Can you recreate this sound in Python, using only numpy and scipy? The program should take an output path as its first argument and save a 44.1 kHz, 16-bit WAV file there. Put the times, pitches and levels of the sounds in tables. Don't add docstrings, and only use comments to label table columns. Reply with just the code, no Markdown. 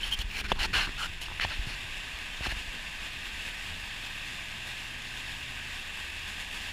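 import sys
import numpy as np
from scipy import signal
from scipy.fft import rfft, irfft
from scipy.io import wavfile
from scipy.ndimage import uniform_filter1d

SR = 44100
rng = np.random.default_rng(int(sys.argv[2]) if len(sys.argv) > 2 else 0)


def put_to_file(sound):
    columns = np.atleast_2d(sound).T
    safe = np.clip(columns, -1, 1)
    whole_steps = np.round(safe * 32767)
    wavfile.write(sys.argv[1], SR, whole_steps.astype(np.int16))


def invert_db(level):
    return 10 ** (np.asarray(level, dtype=float) / 20)


N = 296686

# (time [s], rush level [dB])
WAVE_LEVEL = [(0, -41.5), (.24, -45), (.45, -46.5), (.75, -42.5), (1.0, -41), (1.2, -43), (1.5, -39),
              (2.2, -40), (3.5, -40), (5, -40), (6.73, -40)]
# (frequency [Hz], density [dB per Hz])
WAVE_SPECTRUM = [(60, -33), (150, -8.5), (400, -22), (900, -13.5), (1250, -15), (2100, -11.5), (3500, -10),
                 (4200, -15.5), (5300, -19.5), (8200, -27), (10500, -27.5), (12500, -35), (15500, -35.5)]
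# (time [s], half length [s], lift [dB])
SPRAY_SLAPS = [(1.71, 0.027, -2.5), (1.972, .02, 1), (2.34, .02, 0.5), (2.592, .03, 3), (2.75, .02, 1),
               (3.056, 0.022, 2.5), (3.267, .02, 2.5), (3.4, 0.035, 2), (3.467, 0.039, 2.5), (3.69, .06, 1),
               (4.055, .03, 1.5), (4.323, 0.14, 1), (4.687, 0.034, 2.5), (4.97, 0.018, -0.5),
               (5.171, .03, 1.5), (5.295, .04, 1), (5.756, 0.036, 1), (6.0, .04, 1), (6.29, 0.025, 3),
               (6.408, 0.021, 4), (6.556, 0.028, 2.5), (6.663, 0.049, 2)]
# (frequency [Hz], width [Hz], lift [dB])
CASE_MODES = [(1392, 45.6, -14.5), (1598, 210, 7.5), (1870, 69, 3.5), (2680, 326, 9), (3000, 35, -5),
              (3760, 170, 2.5), (3900, 88, -4.5), (6010, 170, -4.5), (7260, 660, 4.5)]
# (time [s], level [dB])
RUMBLE_LEVEL = [(0, -41.5), (.35, -43.5), (.62, -34.5), (1.1, -45), (1.7, -42), (2.1, -47.5), (3.04, -47),
                (4, -48), (4.68, -50.5), (5.5, -49), (6.73, -48)]
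# (frequency [Hz], density [dB per Hz])
RUMBLE_SPECTRUM = [(8.8, -41), (15, 11.5), (36, 7), (52, -1), (76, -1), (97, -7.5), (151, -13), (241, -20),
                   (400, -19.5), (520, -38), (880, -120)]
# (time [s], frequency [Hz], level [dB])
IDLE_TRACK = [(0, 64.8, -65), (1.5, 68, -70), (3, 70, -68.5), (4.2, 72.9, -69), (5.5, 74.35, -55),
              (6.73, 78, -55)]
# (time [s], frequency [Hz], level [dB])
FIRING_TRACK = [(3.6, 77.3, -64), (3.71, 82.02, -44.5), (3.83, 86.95, -57), (4.19, 111.8, -57),
                (4.63, 118.2, -53.5), (4.81, 120.5, -55), (5.52, 125.7, -52), (5.85, 129.6, -59)]
# (time [s], frequency [Hz], level [dB])
ONCOMING_TRACK = [(0, 210.5, -55), (.09, 186.3, -58.5), (.22, 203.7, -56.5), (.4, 209.6, -54.5),
                  (.7, 194, -50.5), (.95, 168.6, -58), (1.3, 163.6, -57)]
# (multiple [1], level [dB])
FIRING_ORDERS = [(1, -2), (2, -11), (3, -20.5)]
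# (start [s], length [s], peak place [0-1], peak pressure [dB], brightness [dB])
STROKES = [(.005, 0.1, 0.65, -36, -16), (0.106, 0.047, 0.8, -32.5, -12), (0.164, 0.037, .9, -42.5, -15),
           (.187, 0.044, .7, -34.5, -18), (0.281, 0.14, 0.81, -33, -17.5), (0.435, 0.042, 0.2, -36.5, -20),
           (.478, 0.047, .8, -37.5, -20), (.515, 0.017, .3, -30, -14), (0.552, 0.046, .6, -43.5, -22),
           (0.586, 0.083, 0.6, -27.5, -20.5), (0.729, .142, 0.29, -24.5, -21.5), (.865, .06, 0.1, -43, -28),
           (0.976, 0.098, 0.5, -33.5, -16), (1.21, 0.041, 0.1, -37.5, -14.5), (1.248, 0.0305, .4, -43, -21),
           (1.404, .056, 0.35, -29, -25), (1.494, 0.065, 0.3, -36, -29), (1.66, 0.095, 0.52, -41.5, -22),
           (2.42, 0.065, .7, -33.5, -19), (2.486, 0.049, 0.64, -34, -18)]
# (low wall [Hz], lift [dB], free panel [Hz], lift [dB], fingertip hiss [Hz])
STROKE_GRIPS = [(1580, 0, 3140, 11, 9900), (1600, 1, 3023.2, 12, 14940), (1700, 6, 2664, 6, 9590),
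                (1789, -4, 3300, 10, 13840), (1750, 2, 2400, 10.5, 15000), (1500, 15.5, 2479, 9, 5220),
                (1500, 8, 2479, 1, 5220), (1500, 5, 2770, 14, 6500), (1000, 17, 2750, -1, 4480),
                (1520, 7, 2700, 4, 4400), (1520, 11, 2730, 4.5, 4200), (1600, 8, 2600, 1, 4300),
                (1400, 14.5, 3000, 4.5, 7400), (1600, -3, 2900, 5.5, 11300), (1600, -5, 2740, 3, 9000),
                (1850, 11, 2650, 7, 4400), (1670, 8, 2726, 4, 4268), (1700, 0, 2902, -13, 9760),
                (1674, 9, 2600, 7, 5000), (1661, 13, 2650, 10, 4300)]
# (frequency [Hz], density [dB per Hz])
SKIN_SPECTRUM = [(120, -12), (250, -15.5), (550, -14), (1100, -9.5), (2200, -5), (3600, -11), (6000, -19),
                 (8500, -25.5), (12500, -27), (15500, -36)]
# (frequency [Hz], width [Hz], lift [dB])
WALL_MODES = [(846, 50, 7.5), (2950, 260, 8), (4270, 300, 9), (5350, 260, 6.5), (6930, 660, 5.5),
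              (9697.4, 959.4, 7), (14610, 599, 5)]
# (start [s], length [s], level [dB], frequency [Hz])
SQUEALS = [
    (0.029, 0.019, -29.5, 3130),
    (0.052, 0.0069, -45, 3000),
    (.117, 0.028, -29, 3160),
    (0.139, 0.019, -35, 3170),
]
# (time [s], peak [dB], low mode [Hz], high mode level [dB], body level [dB])
SNAPS = [(0.1896, -33, 14000, -20, -30), (0.1896, -31, 2700, -15, -25), (0.1901, -19, 6100, -15, -30),
         (0.415, -36, 1500, 11, -15), (.518, -10.5, 900, 3, -26), (0.5184, -18, 2170, -16, -25),
         (0.5232, -19.5, 490, 2.5, -10), (0.561, -34, 1018, 3, -19), (.872, -23.5, 1220, -11.5, -12.5),
         (.878, -28, 1104, -7, -1.5), (0.892, -24, 1600, -5, -6), (1.284, -28.5, 1099, -2, -14.5),
         (1.303, -36, 897, -2, -12), (1.314, -31.5, 900, -2, -6), (1.32, -30, 902.3, -12.5, -15),
         (1.398, -12.5, 1750, -21, -28.5), (1.399, -16, 2650, -9, -34), (1.449, -18, 850, -3, -13),
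         (2.408, -32, 601, -9, 1), (2.461, -21, 1087, -4, -21), (2.4688, -25, 714.8, -8, 2),
         (2.523, -28.5, 706, -2, -4), (2.567, -44, 600, -3, -1), (3.463, -26, 2620, -4, -29)]
# (time [s], peak [dB], frequency [Hz])
HAND_BUMPS = [(0.191, -29, 49.3), (0.241, -28.5, 39.7), (0.439, -31, 43.16), (0.519, -30, 43.3),
              (0.751, -31.5, 45.88), (0.869, -48, 43.04), (1.094, -36, 66.86), (1.449, -32, 71.27),
              (1.588, -26.5, 42), (1.669, -32, 106), (1.969, -41, 43.4), (2.406, -34, 59.08),
              (2.477, -30, 51.5), (2.519, -32, 46), (2.563, -33.5, 43.38), (2.675, -35.5, 42.6)]


def read(points, hz):
    f, value = np.transpose(points)
    return np.interp(np.log(hz + 1), np.log(f + 1), value)


def evened(x):
    return x / np.sqrt(np.mean(x ** 2) + 1e-20)


def curve(rows, t):
    s, *columns = np.transpose(rows)
    return [np.interp(t, s, c) for c in columns]


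def add(mix, start_s, sound):
    part = mix[round(start_s * SR):][:len(sound)]
    part += sound[:len(part)]


def peaks(modes, hz):
    return sum(db / (1 + ((hz - f) / width) ** 2) for f, width, db in modes)


def resonate(x, hz, width_hz):
    turn = np.exp(2j * np.pi * np.cumsum(hz * np.ones(len(x))) / SR)
    r = np.exp(-np.pi * width_hz / SR)
    return 2 * (turn * signal.lfilter([1 - r], [1, -r], x / turn)).real


def drift(shape, size):
    once = uniform_filter1d(rng.standard_normal(shape), size, -1)
    return evened(uniform_filter1d(once, size, -1))


def shaped(x, field_db):
    hz, t, z = signal.stft(x, SR, nperseg=512, noverlap=384)
    gain = invert_db(field_db(hz[:, None], t) + 0 * t)
    gain = gain / np.sqrt(np.mean(gain ** 2, 0))
    return signal.istft(z * gain, SR, nperseg=512, noverlap=384)[1][:len(x)]


def droplets(count, per_s, spread_db):
    size = invert_db(spread_db * np.minimum(rng.exponential(1, count), 4))
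    hits = rng.random(count) < per_s / SR
    return evened(size * rng.standard_normal(count) * hits)


def surge_db(t):
    return sum(db * np.exp(-((t - s) / half) ** 2) for s, half, db in SPRAY_SLAPS)


def in_case(x):
    hz = np.fft.rfftfreq(len(x), 1 / SR)
    return irfft(rfft(x) * invert_db(peaks(CASE_MODES, hz)), len(x))


def bow_wave():
    t = np.arange(N) / SR
    drops = droplets(N, per_s=2500, spread_db=2.8)
    bubble = rng.standard_normal(300) * invert_db(-60 * t[:300] / 0.0061)
    burst = signal.oaconvolve(drops, bubble)[:N]
    source = evened(rng.standard_normal(N) + 0.29 * evened(burst) + 0.5 * drops)

    def field(hz, s):
        spray_db = -1.7 + 0.31 * s + 0.35 * surge_db(s)
        octaves = np.clip(np.log2(hz / 3500 + 1e-9), 0, 1)
        patches = uniform_filter1d(drift((len(hz), len(s)), size=16), size=6, axis=0)
        return read(WAVE_SPECTRUM, hz) + spray_db * octaves + 0.6 * evened(patches)

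    slosh_db = 0.24 * drift(N, size=1500) + 0.37 * drift(N, size=200)
    level_db = curve(WAVE_LEVEL, t)[0] + surge_db(t) + slosh_db
    return invert_db(level_db) * evened(in_case(shaped(source, field)))


def rumble():
    hz = np.fft.rfftfreq(N, 1 / SR)
    low = evened(irfft(rfft(rng.standard_normal(N)) * invert_db(read(RUMBLE_SPECTRUM, hz)), N))
    low = low / (0.86 + uniform_filter1d(abs(low), size=2500))
    level_db = curve(RUMBLE_LEVEL, np.arange(N) / SR)[0] + 1.0
    return invert_db(level_db) * evened(low)


def hum(rows):
    t = np.arange(N) / SR
    hz, db = curve(rows, t)
    phase = 2 * np.pi * np.cumsum(hz * (1 + 0.005249 * drift(N, size=2000))) / SR
    start_s, end_s = rows[0][0], rows[-1][0]
    on = np.clip(np.minimum(t - start_s + 0.069, end_s - t) / 0.14, 0, 1)
    orders = sum(invert_db(order_db) * np.sin(k * phase) for k, order_db in FIRING_ORDERS)
    return np.sqrt(2) * on * invert_db(db) * orders


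def engine():
    hz, db = curve(IDLE_TRACK, np.arange(N) / SR)
    phase = 2 * np.pi * np.cumsum(hz * (1 + 0.0078 * drift(N, size=3000))) / SR
    idle = np.sqrt(2) * invert_db(db) * np.sin(phase)
    return idle + hum(FIRING_TRACK) + hum(ONCOMING_TRACK)


def rub(length_s, peak, pressure_db, bright_db, low_hz, low_db, panel_hz, panel_db, hiss_hz):
    t = np.arange(0, length_s, 1 / SR)
    slips = evened(rng.standard_normal(len(t)) + 0.5 * droplets(len(t), per_s=2500, spread_db=1.3))
    hiss_db = -1 + 0.85 * hiss_hz / 1000
    grip = [(low_hz, 190, low_db), (panel_hz, 220, panel_db), (hiss_hz, 0.034 * hiss_hz, hiss_db)]

    def field(hz, s):
        tilt_db = (bright_db + 18) * np.clip(np.log2(hz / 4500 + 1e-9), 0, 1)
        patches = uniform_filter1d(drift((len(hz), len(s)), size=4), size=4, axis=0)
        modes_db = peaks(WALL_MODES, hz) + peaks(grip, hz)
        return read(SKIN_SPECTRUM, hz) + modes_db + tilt_db + 1.4 * evened(patches)

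    swell_db_per_s, fade_db_per_s = 128, 110
    touch_s, lift_s = 0.0064, 0.01
    late_s = t - peak * length_s
    eased_db = np.where(late_s < 0, swell_db_per_s * late_s, -fade_db_per_s * late_s)
    contact = np.clip(np.minimum(t / touch_s, (length_s - t) / lift_s), 0, 1)
    level_db = pressure_db + eased_db + 0.94 * drift(len(t), size=100)
    return invert_db(level_db) * shaped(slips, field) * contact


def squeak(length_s, db, hz):
    count = round(length_s * SR)
    tone = np.sin(2 * np.pi * np.cumsum(hz * (1 + 0.017 * drift(count, size=40))) / SR)
    scrape = evened(resonate(rng.standard_normal(count), hz, width_hz=170.4))
    return invert_db(db) * (1.5 * tone + 0.2992 * scrape) * signal.windows.tukey(count, .6)


def click(db, hz, high_db, body_db):
    t = np.arange(1500) / SR
    t60_s = 0.009
    fall = invert_db(-60 * t / t60_s) * np.minimum(t / .00005, 1)
    u = t * hz / 0.81
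    low = u * np.exp((1 - u ** 2) / 2) * np.sin(2 * np.pi * hz * t)
    snap = -1.5 * (1 - t / 0.000072) * np.exp(-t / 0.00014)
    crack = 0.32 * uniform_filter1d(rng.standard_normal(len(t)), size=4)
    ring = np.minimum(t / 0.002308, 1) * 1.4 * np.sin(2 * np.pi * 3400 * t)
    high = ring + crack + snap
    body = np.sin(2 * np.pi * 300 * t) * np.exp(-t / 0.0016)
    sound = 0.62 * low + fall * invert_db(high_db) * high + invert_db(body_db) * body
    dull_hz = min(max(4400, 2 * hz), 19000)
    return invert_db(db) * signal.lfilter(*signal.butter(3, dull_hz, fs=SR), sound)


def bump(db, hz):
    swings = np.arange(round(2.5 * SR / 40)) / SR * hz
    onset = np.minimum(swings / 0.31, 1) ** 2
    return -invert_db(db + 7) * np.sin(2 * np.pi * swings) * onset * np.exp(-1.3 * swings)


def scene():
    hand = np.zeros(N)
    for (start_s, *stroke), grip in zip(STROKES, STROKE_GRIPS):
        add(hand, start_s, rub(*stroke, *grip))
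    for start_s, *squeal in SQUEALS:
        add(hand, start_s, squeak(*squeal))
    for start_s, *snap in SNAPS:
        add(hand, start_s, click(*snap))
    for start_s, *push in HAND_BUMPS:
        add(hand, start_s, bump(*push))
    return (hand + bow_wave() + rumble() + engine())[None]


def low_pass(x):
    return signal.sosfilt(signal.butter(12, 15680, fs=SR, output="sos"), x)


def record(dry):
    edge_hz = 15290
    lowpass = signal.firwin(4095, edge_hz, window=("kaiser", 9), fs=SR)
    mix = signal.oaconvolve(dry, lowpass[None], "same")
    return low_pass(mix)


dry = scene()
out = record(dry)
put_to_file(out)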